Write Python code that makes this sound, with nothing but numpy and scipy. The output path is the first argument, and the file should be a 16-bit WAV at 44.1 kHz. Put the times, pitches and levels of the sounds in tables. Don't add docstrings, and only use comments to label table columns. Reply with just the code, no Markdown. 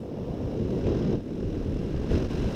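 import sys
import numpy as np
from scipy import signal
from scipy.fft import rfft, irfft, next_fast_len
from scipy.io import wavfile
from scipy.ndimage import uniform_filter1d

SR = 44100
rng = np.random.default_rng(int(sys.argv[2]) if len(sys.argv) > 2 else 0)


def materialize(psi):
    bounded = np.clip(np.atleast_2d(psi).T, -1, 1)
    quanta = np.round(bounded * 32767).astype(np.int16)
    wavfile.write(sys.argv[1], SR, quanta)


N = 112454


def undb(db):
    return 10 ** (np.asarray(db) / 20)


def read(table, hz):
    table_hz, values = np.array(table, float).T
    return np.interp(np.log(np.maximum(hz, 1)), np.log(table_hz), values)


def follow(table, t):
    rows = np.array(table, float)
    return [np.interp(t, rows[:, 0], column) for column in rows[:, 1:].T]


def walk(rate):
    hold = max(int(SR / rate), 1)
    steps = np.repeat(rng.standard_normal(N // hold + 1), hold)
    slewed = uniform_filter1d(uniform_filter1d(steps, hold), hold)[:N]
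    level = slewed - uniform_filter1d(slewed, 5 * hold)
    return level / level.std()


def bands(colour, gain):
    size = next_fast_len(N)
    hz = np.arange(size // 2 + 1) * SR / size
    noise = rfft(rng.standard_normal(size)) * undb(colour(hz))
    half_octave = 2 * np.log2(np.maximum(hz, 1))
    out = 0
    for k in range(7, 29):
        share = np.cos(np.pi / 2 * np.clip(half_octave - k, -1, 1)) ** 2
        out = out + irfft(noise * share, size)[:N] * gain(2 ** (k / 2))
    return out / irfft(noise, size).std()


def throb_gain(depth, chop):
    return np.sqrt(np.clip(1 + depth * chop, .05, 4))


HISS_DB = -80
WHINE_HZ, WHINE_DB, WHINE_FALL_DB = 1000, -91.5, -1.3


def circuit(t):
    hiss = undb(HISS_DB) * rng.standard_normal(N)
    whine = 0
    for k in range(8):
        turns = (k + 8) * WHINE_HZ * t + rng.random()
        whine = whine + undb(WHINE_FALL_DB * k) * np.sin(2 * np.pi * turns)
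    return hiss + undb(WHINE_DB) * whine


BLADE_HZ, SPIN_UP_HZ_PER_S, SPIN_UP_HZ_PER_S2, BLADE_START_TURNS = 33.65, 4.1, .5, .13
BLADE_SCATTER_DB = 1.5
THROB_GROWTH_S = 1.3


def blades(t, lag_turns=0):
    spin_up = SPIN_UP_HZ_PER_S * t ** 2 / 2 + SPIN_UP_HZ_PER_S2 * t ** 3 / 3
    turns = BLADE_START_TURNS - lag_turns + BLADE_HZ * t + spin_up
    sizes = undb(BLADE_SCATTER_DB * rng.standard_normal(N // 100))
    size = sizes[(turns + .25).astype(int)]
    wave = np.cos(2 * np.pi * turns) + 0.34 * np.cos(4 * np.pi * turns)
    return wave * size * np.clip(0.1 + t / THROB_GROWTH_S, 0, 1)


# (per Hz, relative)
AIR_SPECTRUM = [(5000, -29), (7000, 1.5), (9000, -2), (12000, -5), (15500, -13)]


def air(level_db, chop):
    puffs = undb(.9 * walk(rate=240)) * throb_gain(0.28, chop)
    return undb(level_db) * bands(lambda hz: read(AIR_SPECTRUM, hz), lambda hz: puffs)


RING_HZ, RING_WIDTH_HZ = 1625, 110
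# start_s, level_db (before the throb)
RING_LEVEL = [(0, -82), (1.5, -76), (1.88, -70), (1.93, -61), (2.07, -65), (2.12, -58), (2.28, -68),
              (2.35, -58), (2.54, -61)]


def ring(t, chop):
    colour = lambda hz: -20 * np.log10(1 + (2 * (hz - RING_HZ) / RING_WIDTH_HZ) ** 2)
    pump = throb_gain(0.6, chop)
    level_db, = follow(RING_LEVEL, t)
    return undb(level_db) * bands(colour, lambda hz: pump)


# (per Hz, relative)
RUSH_SPECTRUM = [(300, -18), (700, -1), (1000, 2.5), (1450, -0.5), (2100, -4.5), (3300, -7.5), (4000, -8),
                 (4550, -18), (6400, -16), (6900, -22.5), (7900, -26.5), (9200, -32), (15500, -48)]
# centre_hz, width_hz, lift_db
HOUSING_RESONANCES = [(1580, 81, 2), (2790, 420, 5.5), (5220, 1300, 11)]
# frequency_hz, throb_depth (0-1, scales the swells)
THROB_DEPTH = [(700, 0.2), (1600, 0.34), (2800, 0.24), (4000, 0.1), (5500, 0.59), (8500, 0.45),
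               (12000, .15)]
# start_s, level_db, air_db (top treble against the rush)
RUSH_LEVEL = [(0, -60, -11), (.2, -57, -39), (.42, -54.5, -25), (.75, -52, -22.5), (.84, -51, -25),
              (.87, -45.5, -41), (.93, -48, -38), (1.1, -48.5, -39), (1.14, -48.5, -35), (1.17, -54.5, -25),
              (1.22, -58.5, -19), (1.32, -56, -19.5), (1.55, -53, -21.5), (1.9, -51.5, -20.5),
              (2.09, -49.5, -23), (2.115, -41, -22.5), (2.16, -42, -22), (2.2, -45, -24),
              (2.26, -46.5, -22), (2.28, -54, -21.5), (2.305, -45, -22.5), (2.54, -45, -20)]


def rush(level_db, chop):
    def colour(hz):
        lift = sum(db / (1 + (2 * (hz - centre) / width) ** 2) for centre, width, db in HOUSING_RESONANCES)
        return read(RUSH_SPECTRUM, hz) + lift

    puffs = walk(rate=220)

    def gain(hz):
        own_flicker = 0.43 * walk(rate=90)
        return undb(puffs + own_flicker) * throb_gain(read(THROB_DEPTH, hz), chop)

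    return undb(level_db) * bands(colour, gain)


POP_WIDTH_S = .00042
# centre_s, peak_db
POP_PUSHES = [(0.4049, -20), (.4765, -21.5), (1.2921, -26.5), (1.831, -23), (1.945, -19), (1.962, -26),
              (2.0453, -19.5), (2.177, -15)]


def pops(t):
    centre_s, peak_db = np.array(POP_PUSHES).T
    u = ((t[:, None] - centre_s) / POP_WIDTH_S) ** 2
    bump = np.exp(-u / 2) - np.exp(-u / 18) / 3
    return bump / (1 - 1 / 3) @ undb(peak_db)


SUB_RISE_DB_PER_S = 4.5
LOPSIDED = .045
LOW_LAG_TURNS = .1
# (per Hz, relative)
RUMBLE_SPECTRUM = [(12, -10), (22, -7.5), (54, -0.5), (200, -1.5), (380, -4.5), (480, -8), (560, -14),
                   (660, -20), (780, -27), (1100, -35.5), (2000, -67.5)]
# start_s, level_db (before the eddy gains),
# bass_db (deep bass; its mean is removed), edge_db (lift of the upper edge)
GUST_LEVELS = [(0, -34, -8.5, 3.5), (.19, -32, -6.5, 6), (.3, -31, 0.5, 7.5), (.37, -31.5, -3.5, 7),
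               (.45, -30, 1, 4.5), (.53, -30.5, -5.5, 7.5), (.6, -26, -4, -3.5), (.78, -25.5, -7, 3),
               (.845, -27.5, 1, 1), (.87, -18.5, -8.5, -3), (.95, -23.5, -2, -0.5), (1.0, -25.5, -4.5, 2.5),
               (1.08, -23, -9.5, -4), (1.145, -21, -6, 0), (1.165, -27.5, 0, -5), (1.19, -31, -4, 1.5),
               (1.24, -36.5, -4.5, 1), (1.27, -32.5, -9, -1), (1.3, -29, -11.5, -4), (1.5, -28.5, 1, -3),
               (1.6, -29.5, -2, 1.5), (1.68, -29.5, 2, 0.5), (1.8, -27.5, -3, -3), (1.9, -28.5, -4, -4.5),
               (1.96, -28, 1, -10), (2.03, -28, -1.5, 4), (2.095, -29, 0.5, -2), (2.115, -22.5, 2, 3),
               (2.15, -20.5, 3.5, -8), (2.19, -24, -4, 4), (2.24, -25.5, -4, 0), (2.265, -27, 2, 1),
               (2.275, -35.5, 7, 6), (2.295, -33.5, 5, 2), (2.31, -27, -5.5, 4), (2.4, -27, 1, -1),
               (2.46, -27, 1.5, 3), (2.54, -29, -7, 6)]


def rumble(t, chop):
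    level_db, bass_db, edge_db = follow(GUST_LEVELS, t)
    eddies, thuds = 0.5 * walk(rate=160), 1.73 * walk(rate=260)
    tilt = bass_db - bass_db.mean()
    sub = SUB_RISE_DB_PER_S * (t - t.mean())

    def ramp(ratio):
        return np.clip(np.log2(ratio), 0, 1)

    def gain(hz):
        top = thuds * ramp(hz / 260) + edge_db * ramp(hz / 400) + 1.1 * chop * ramp(hz / 450)
        bass = tilt * ramp(160 / hz) + sub * ramp(60 / hz)
        return undb(eddies + top + bass)

    push = bands(lambda hz: read(RUMBLE_SPECTRUM, hz), gain)
    squared = push ** 2
    lopsided = LOPSIDED * (squared - uniform_filter1d(squared, SR // 20))
    return undb(level_db) * (push + lopsided)


def scene():
    t = np.arange(N) / SR
    rush_db, air_db = follow(RUSH_LEVEL, t)
    chop = blades(t)
    background = circuit(t) + air(rush_db + air_db, chop)
    housing = ring(t, chop) + rush(rush_db, chop)
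    port = pops(t) + rumble(t, blades(t, LOW_LAG_TURNS))
    return (background + housing + port)[None]


CEILING = 0.22
SETTLE_S, TOP_HZ = .004, 15680


def record(dry):
    settle = np.clip(np.arange(N) / SR / SETTLE_S, 0, 1)
    soft = CEILING * np.tanh(dry / CEILING) * settle
    top_cut = signal.ellip(14, 1, 60, TOP_HZ, fs=SR, output="sos")
    return signal.sosfilt(top_cut, soft)


dry = scene()
out = record(dry)
materialize(out)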